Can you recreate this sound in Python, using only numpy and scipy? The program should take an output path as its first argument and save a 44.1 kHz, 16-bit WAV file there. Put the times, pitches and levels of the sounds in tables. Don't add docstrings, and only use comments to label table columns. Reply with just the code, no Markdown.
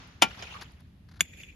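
import sys
import numpy as np
from scipy import signal
from scipy.fft import rfft, irfft
from scipy.io import wavfile
from scipy.ndimage import uniform_filter1d

SR = 44100
rng = np.random.default_rng(int(sys.argv[2]) if len(sys.argv) > 2 else 0)


def persist_wave(psi):
    counts = np.round(np.clip(psi, -1, 1) * 32767).astype(np.int16)
    wavfile.write(sys.argv[1], SR, np.atleast_2d(counts).T)


N = 68355

# f/Hz, coherence
NEAR_COHERENCE = [(200, 0.97), (1500, 0.78), (12000, 1)]
FAR_COHERENCE = [(60, 0.96), (150, 1), (300, 0.88), (640, 0.37), (1400, 0), (3000, 0.13), (7000, 0)]
# f/Hz, relative level/dB
RUMBLE_SPECTRUM = [(20, -28), (40, -12), (60, 0), (85, 1), (120, -6.5), (180, -6.5), (280, -16),
                   (450, -28.5), (1000, -34), (3000, -37), (5000, -43.5), (8000, -54.5), (11500, -46),
                   (16000, -62)]
SCUFF_SPECTRUM = [(100, -2), (500, -3), (1650, 5), (2700, -6), (4400, 0), (6500, -11.5), (8500, -31),
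                  (11000, -12), (16000, -50)]
TICK_SPECTRUM = [(500, -18), (3000, -27), (11000, 25), (16000, -12)]
# t/s, duration/s, level/dB
SCUFFS = [(.609, 0.015, -41.5), (0.797, 0.012, -64), (1.085, 0.0094, -61.5), (1.111, 0.01, -58),
          (1.136, 0.011, -62), (1.156, 0.02, -61), (1.192, 0.03, -53)]
# t/s, level/dB
TICKS = [(0.075, -57), (.632, -50), (.72, -61.5), (0.806, -61.5)]
# t/s, duration/s, level/dB, f/Hz, filter bandwidth/Hz
ECHO_BLOOMS = [(0.304, 0.018, -47, 2760, 800), (.466, 0.017, -46, 2530, 600),
               (0.501, 0.032, -45.5, 2810, 537), (0.533, 0.054, -44.5, 1175, 330),
               (1.328, 0.019, -53.5, 2100, 800), (1.475, 0.04, -50.5, 2480, 503)]
# f/Hz, relative level/dB, T60/s
SHOT_BANDS = [(150, -6, 1), (500, -2.5, .9), (1297, 2, 0.93), (2800, -2, 1), (6700, -11, 1),
              (8300, -33, 0.78), (11000, -28.5, .7), (16000, -47, .6)]
CLACK_BANDS = [(80, -27, .09), (180, -13.5, 0.13), (400, -14.5, 0.039), (1150, -10, 0.012),
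               (1620, -3.5, .015), (2500, 0.5, 0.036), (4000, -19, 0.031), (5800, -12, 0.028),
               (7800, 0.5, 0.018), (9200, -7.5, 0.013), (11600, -10.5, 0.043), (16000, -29, .022)]
CRACK_BANDS = [(60, -25.5, .1), (148, -3, 0.16), (450, -7.5, 0.13), (1250, -6, 0.087), (2700, -3, .09),
               (4080, -5.5, 0.07), (9100, -7, 0.052), (16000, -23.5, 0.043)]
# f/Hz, relative level/dB, T60/s
CLACK_MODES = [(170.5, -32, 0.11), (1631, -14.5, .015), (2190, -7.5, .016), (2385, -20, 0.015),
               (2820, -12.5, 0.012), (3418, -15, 0.027), (4700, -24, 0.021), (6834, -5, 0.012),
               (6943, -17, 0.031), (7390, -9, 0.011)]
CRACK_MODES = [(195.5, -28.5, .15), (314, -21.5, 0.082), (560, -17, .045), (710, -12.5, .05),
               (781.5, -16, 0.095), (881, -17, 0.1), (965, -14.5, .068), (1134, -21, .116),
               (1395, -18.5, 0.12), (1970, -18.5, 0.083), (2316, -14.5, .08), (2385, -18.5, 0.14),
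               (2535, -15.5, .075), (2793, -16, 0.06), (2987, -14, 0.075), (3080, -15, 0.047),
               (3210, -12, .04), (3516, -11, 0.055), (5225, -16, 0.062), (6310, -17, 0.034),
               (6945, -15, 0.049)]
# f/Hz, level/dB, phase/rad
CLACK_PORTS = [(200, 0.5, -1), (2200, -1, 0.9), (3300, 3, 0.5), (4680, 4.5, 0.6), (6940, 1.5, -1.66),
               (11040, 0, -6)]
CRACK_PORTS = [(152, 0.5, -1.44), (750, 3.5, 0.99), (1080, 9, 2.17), (2000, 5, -1.36), (2370, -1.5, 1.1),
               (2600, 7.5, 0.37), (3080, 6.5, 1.18), (3470, 1, 0.46), (6400, 1.5, -0.53),
               (10900, -0.5, -6.2)]
# delay/s, level/dB, T60/s
CLACK_SWELLS = [(0.042, -42.5, 0.057), (.125, -52, 0.15), (.163, -50, 0.29), (.191, -43, .15),
                (0.275, -60, 0.075)]
CRACK_SWELLS = [(0.169, -43, 0.16), (0.202, -40.5, 0.19), (.288, -58, 0.35), (0.317, -47, 0.49)]
# f/Hz, relative level/dB
CLACK_SPECTRUM = [(150, -2), (500, -8.5), (1100, -25.5), (2480, 4.5), (3000, -9), (3480, -4), (3800, -18),
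                  (6100, -19), (6950, -1.5), (7400, -15.5), (8600, -38), (11400, -16.5), (15000, -39)]
CRACK_SPECTRUM = [(100, -3.5), (400, -2.5), (800, 0), (1400, 0), (2900, 2), (4000, -4), (5300, -8.5),
                  (7000, -11.5), (8500, -35), (10500, -18.5), (12500, -26), (16000, -45.5)]
# (f/Hz, gain/dB)
CLACK_WALL = (.2268, -23, [(2150, -11), (2600, 4), (3400, -3), (4500, -15)])
CRACK_WALL = (.2025, -28, [(300, -10), (2900, 0), (3500, -5), (5200, 7), (7000, 2), (9000, -16)])
# f/Hz, gain/dB
MICROPHONE = [(12500, 0), (14000, -2.5), (15000, -10), (16500, -10.5)]
# level/dB, hold/s, T60/s
CLACK_SCATTER, CRACK_SCATTER = (-55.5, .26, .49), (-48, .31, .81)
# gain/dB, T60/s
CLACK_YARD, CRACK_YARD = (-22, .11), (-18.5, .043)

CRACK_S, CLACK_S, GRAZE_S = .2199, 1.2071, .0035


def amp(db):
    return 10 ** (np.asarray(db) / 20)


def unit(x):
    return x / np.sqrt(np.mean(x ** 2) + 1e-20)


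def decay(t, t60):
    return np.exp(-np.log(1000) * t / t60)


def read(table, hz, column=1):
    rows = np.array(table)
    return np.interp(np.log(hz + 1), np.log(rows[:, 0] + 1), rows[:, column])


def pan(db):
    return amp(np.array([[.5], [-.5]]) * db)


def add(mix, start_s, sound):
    part = mix[:, max(round(start_s * SR), 0):][:, :sound.shape[1]]
    part += sound[:, :part.shape[1]]


def tint(x, response):
    hz = np.fft.rfftfreq(x.shape[1], 1 / SR)
    return irfft(rfft(x) * amp(read(response, hz)), x.shape[1])


def noise(spectrum, coherence, size):
    hz = np.fft.rfftfreq(size, 1 / SR)
    left, independent = np.exp(2j * np.pi * rng.random((2, len(hz))))
    shared = np.clip(read(coherence, hz), -1, 1)
    right = shared * left + np.sqrt(1 - shared ** 2) * independent
    return unit(irfft(np.array([left, right]) * amp(read(spectrum, hz)), size))


def flicker(size, depth_db, span):
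    return amp(depth_db * unit(uniform_filter1d(rng.standard_normal(size), span)))


def patchy(x, depth_db=3.0):
    spectra = signal.stft(x)[2]
    field = uniform_filter1d(rng.standard_normal(spectra.shape[1:]), size=4, axis=1)
    field = uniform_filter1d(field, size=5, axis=0)
    return unit(signal.istft(spectra * amp(depth_db * unit(field)))[1][:, :x.shape[1]])


def clatter(bands, coherence, rise_s, size):
    t, hz = np.arange(size) / SR, np.fft.rfftfreq(size, 1 / SR)
    centres = np.geomspace(60, 16000, 20)
    spectrum, out = rfft(noise(bands, coherence, size)), 0
    for centre, pick in zip(centres, np.eye(len(centres))):
        band = irfft(spectrum * np.interp(hz, centres, pick), size)
        rise = np.minimum(t / (rise_s + 1.3 / centre), 1)
        out = out + band * rise * decay(t, read(bands, centre, column=2))
    return out


def ring(modes, rise_s, size):
    t, out = np.arange(size) / SR, 0
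    for k, (hz, db, t60) in enumerate(modes):
        envelope = amp(db) * np.minimum(t / (rise_s + 1 / hz), 1) * decay(t, t60)
        out = out + (-1) ** k * envelope * np.sin(2 * np.pi * hz * t)
    return out


def ports(x, differences):
    size = x.shape[1]
    hz = np.fft.rfftfreq(2 * size, 1 / SR)
    phase = np.array([[.5], [-.5]]) * read(differences, hz, column=2)
    return irfft(rfft(x, 2 * size) * pan(read(differences, hz)) * np.exp(1j * phase))[:, :size]


def rumble():
    swell_db = .92 * np.interp(np.arange(N), np.linspace(0, N, 16), rng.standard_normal(16))
    return amp(-52 + swell_db) * noise(RUMBLE_SPECTRUM, FAR_COHERENCE, N)


def shot_echo():
    return amp(-50.5) * clatter(SHOT_BANDS, FAR_COHERENCE, rise_s=.00052, size=32768)


def echo_blooms():
    out, t = np.zeros((2, N)), np.arange(SR // 10) / SR
    for start, length, db, hz, width in ECHO_BLOOMS:
        peak = signal.iirpeak(hz, hz / width, SR)
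        white = rng.standard_normal((2, len(t)))
        band = unit(signal.lfilter(*peak, signal.lfilter(*peak, white)))
        add(out, start, amp(db) * np.sin(np.pi * np.minimum(t / length, 1)) * band)
    return out


def scatter(tail, swells, spectrum):
    t = np.arange(SR) / SR
    tail_db, hold_s, tail_t60 = tail
    power = (amp(tail_db) * np.minimum(t / .015, 1) * decay(np.maximum(t - hold_s, 0), tail_t60)) ** 2
    for delay, db, t60 in swells:
        age = np.maximum(t - delay, 0)
        power += (amp(db) * np.minimum(age / .004, 1) * decay(age, t60)) ** 2
    grain = flicker(SR, depth_db=.5, span=150)
    return np.sqrt(power) * grain * patchy(noise(spectrum, FAR_COHERENCE, SR))


def add_paths(out, hit, yard, wall):
    (yard_db, yard_t60), (wall_s, wall_db, wall_response) = yard, wall
    taps = rng.standard_normal((2, SR)) * decay(np.arange(SR) / SR, yard_t60)
    taps /= np.linalg.norm(taps, axis=1, keepdims=True)
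    early = signal.lfilter(*signal.butter(1, 7300, fs=SR), taps)
    add(out, 0, hit)
    add(out, 0, amp(yard_db) * signal.fftconvolve(hit, early, axes=1))
    add(out, wall_s, amp(wall_db) * tint(hit[::-1], wall_response))


def shoes(release_s=.0063, tick_s=.0015):
    out, t = np.zeros((2, N)), np.arange(SR // 10) / SR
    for start, length, db in SCUFFS:
        grit = unit(flicker(len(t), depth_db=1.5, span=40))
        envelope = np.minimum(2 * t / release_s, 1) * np.exp(-np.maximum(t - length, 0) / release_s)
        scuff = grit * noise(SCUFF_SPECTRUM, NEAR_COHERENCE, len(t))
        add(out, start, amp(db) * pan(db=4.0) * envelope * scuff)
    for start, db in TICKS:
        add(out, start, amp(db) * np.exp(-t / tick_s) * noise(TICK_SPECTRUM, NEAR_COHERENCE, len(t)))
    return out


def landing_clack(rise_s=.00052, size=4096):
    hit = amp(-14.5) * clatter(CLACK_BANDS, NEAR_COHERENCE, rise_s, size)
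    hit += amp(-1.5) * ring(CLACK_MODES, rise_s, size)
    out = scatter(CLACK_SCATTER, CLACK_SWELLS, CLACK_SPECTRUM)
    add_paths(out, ports(hit, CLACK_PORTS), CLACK_YARD, CLACK_WALL)
    return out


def graze():
    t = np.arange(1024) / SR
    return amp(-33) * np.exp(-t / GRAZE_S) * noise(CRACK_SPECTRUM, NEAR_COHERENCE, len(t))


def goal_crack(rise_s=.0027, size=8192):
    hit = amp(-13) * clatter(CRACK_BANDS, NEAR_COHERENCE, rise_s, size)
    hit += amp(-2) * ring(CRACK_MODES, rise_s, size)
    out = scatter(CRACK_SCATTER, CRACK_SWELLS, CRACK_SPECTRUM)
    add_paths(out, ports(hit, CRACK_PORTS), CRACK_YARD, CRACK_WALL)
    return out


def scene():
    mix = rumble() + shoes() + echo_blooms()
    add(mix, 0, shot_echo())
    add(mix, CRACK_S - GRAZE_S, graze())
    add(mix, CRACK_S, goal_crack())
    add(mix, CLACK_S, landing_clack())
    return mix


def record(dry, cutoff_hz=16300):
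    lowpass = signal.firwin(511, cutoff_hz, window=("kaiser", 9), fs=SR)
    return signal.oaconvolve(tint(dry, MICROPHONE), lowpass[None], "same")


dry = scene()
out = record(dry)
persist_wave(out)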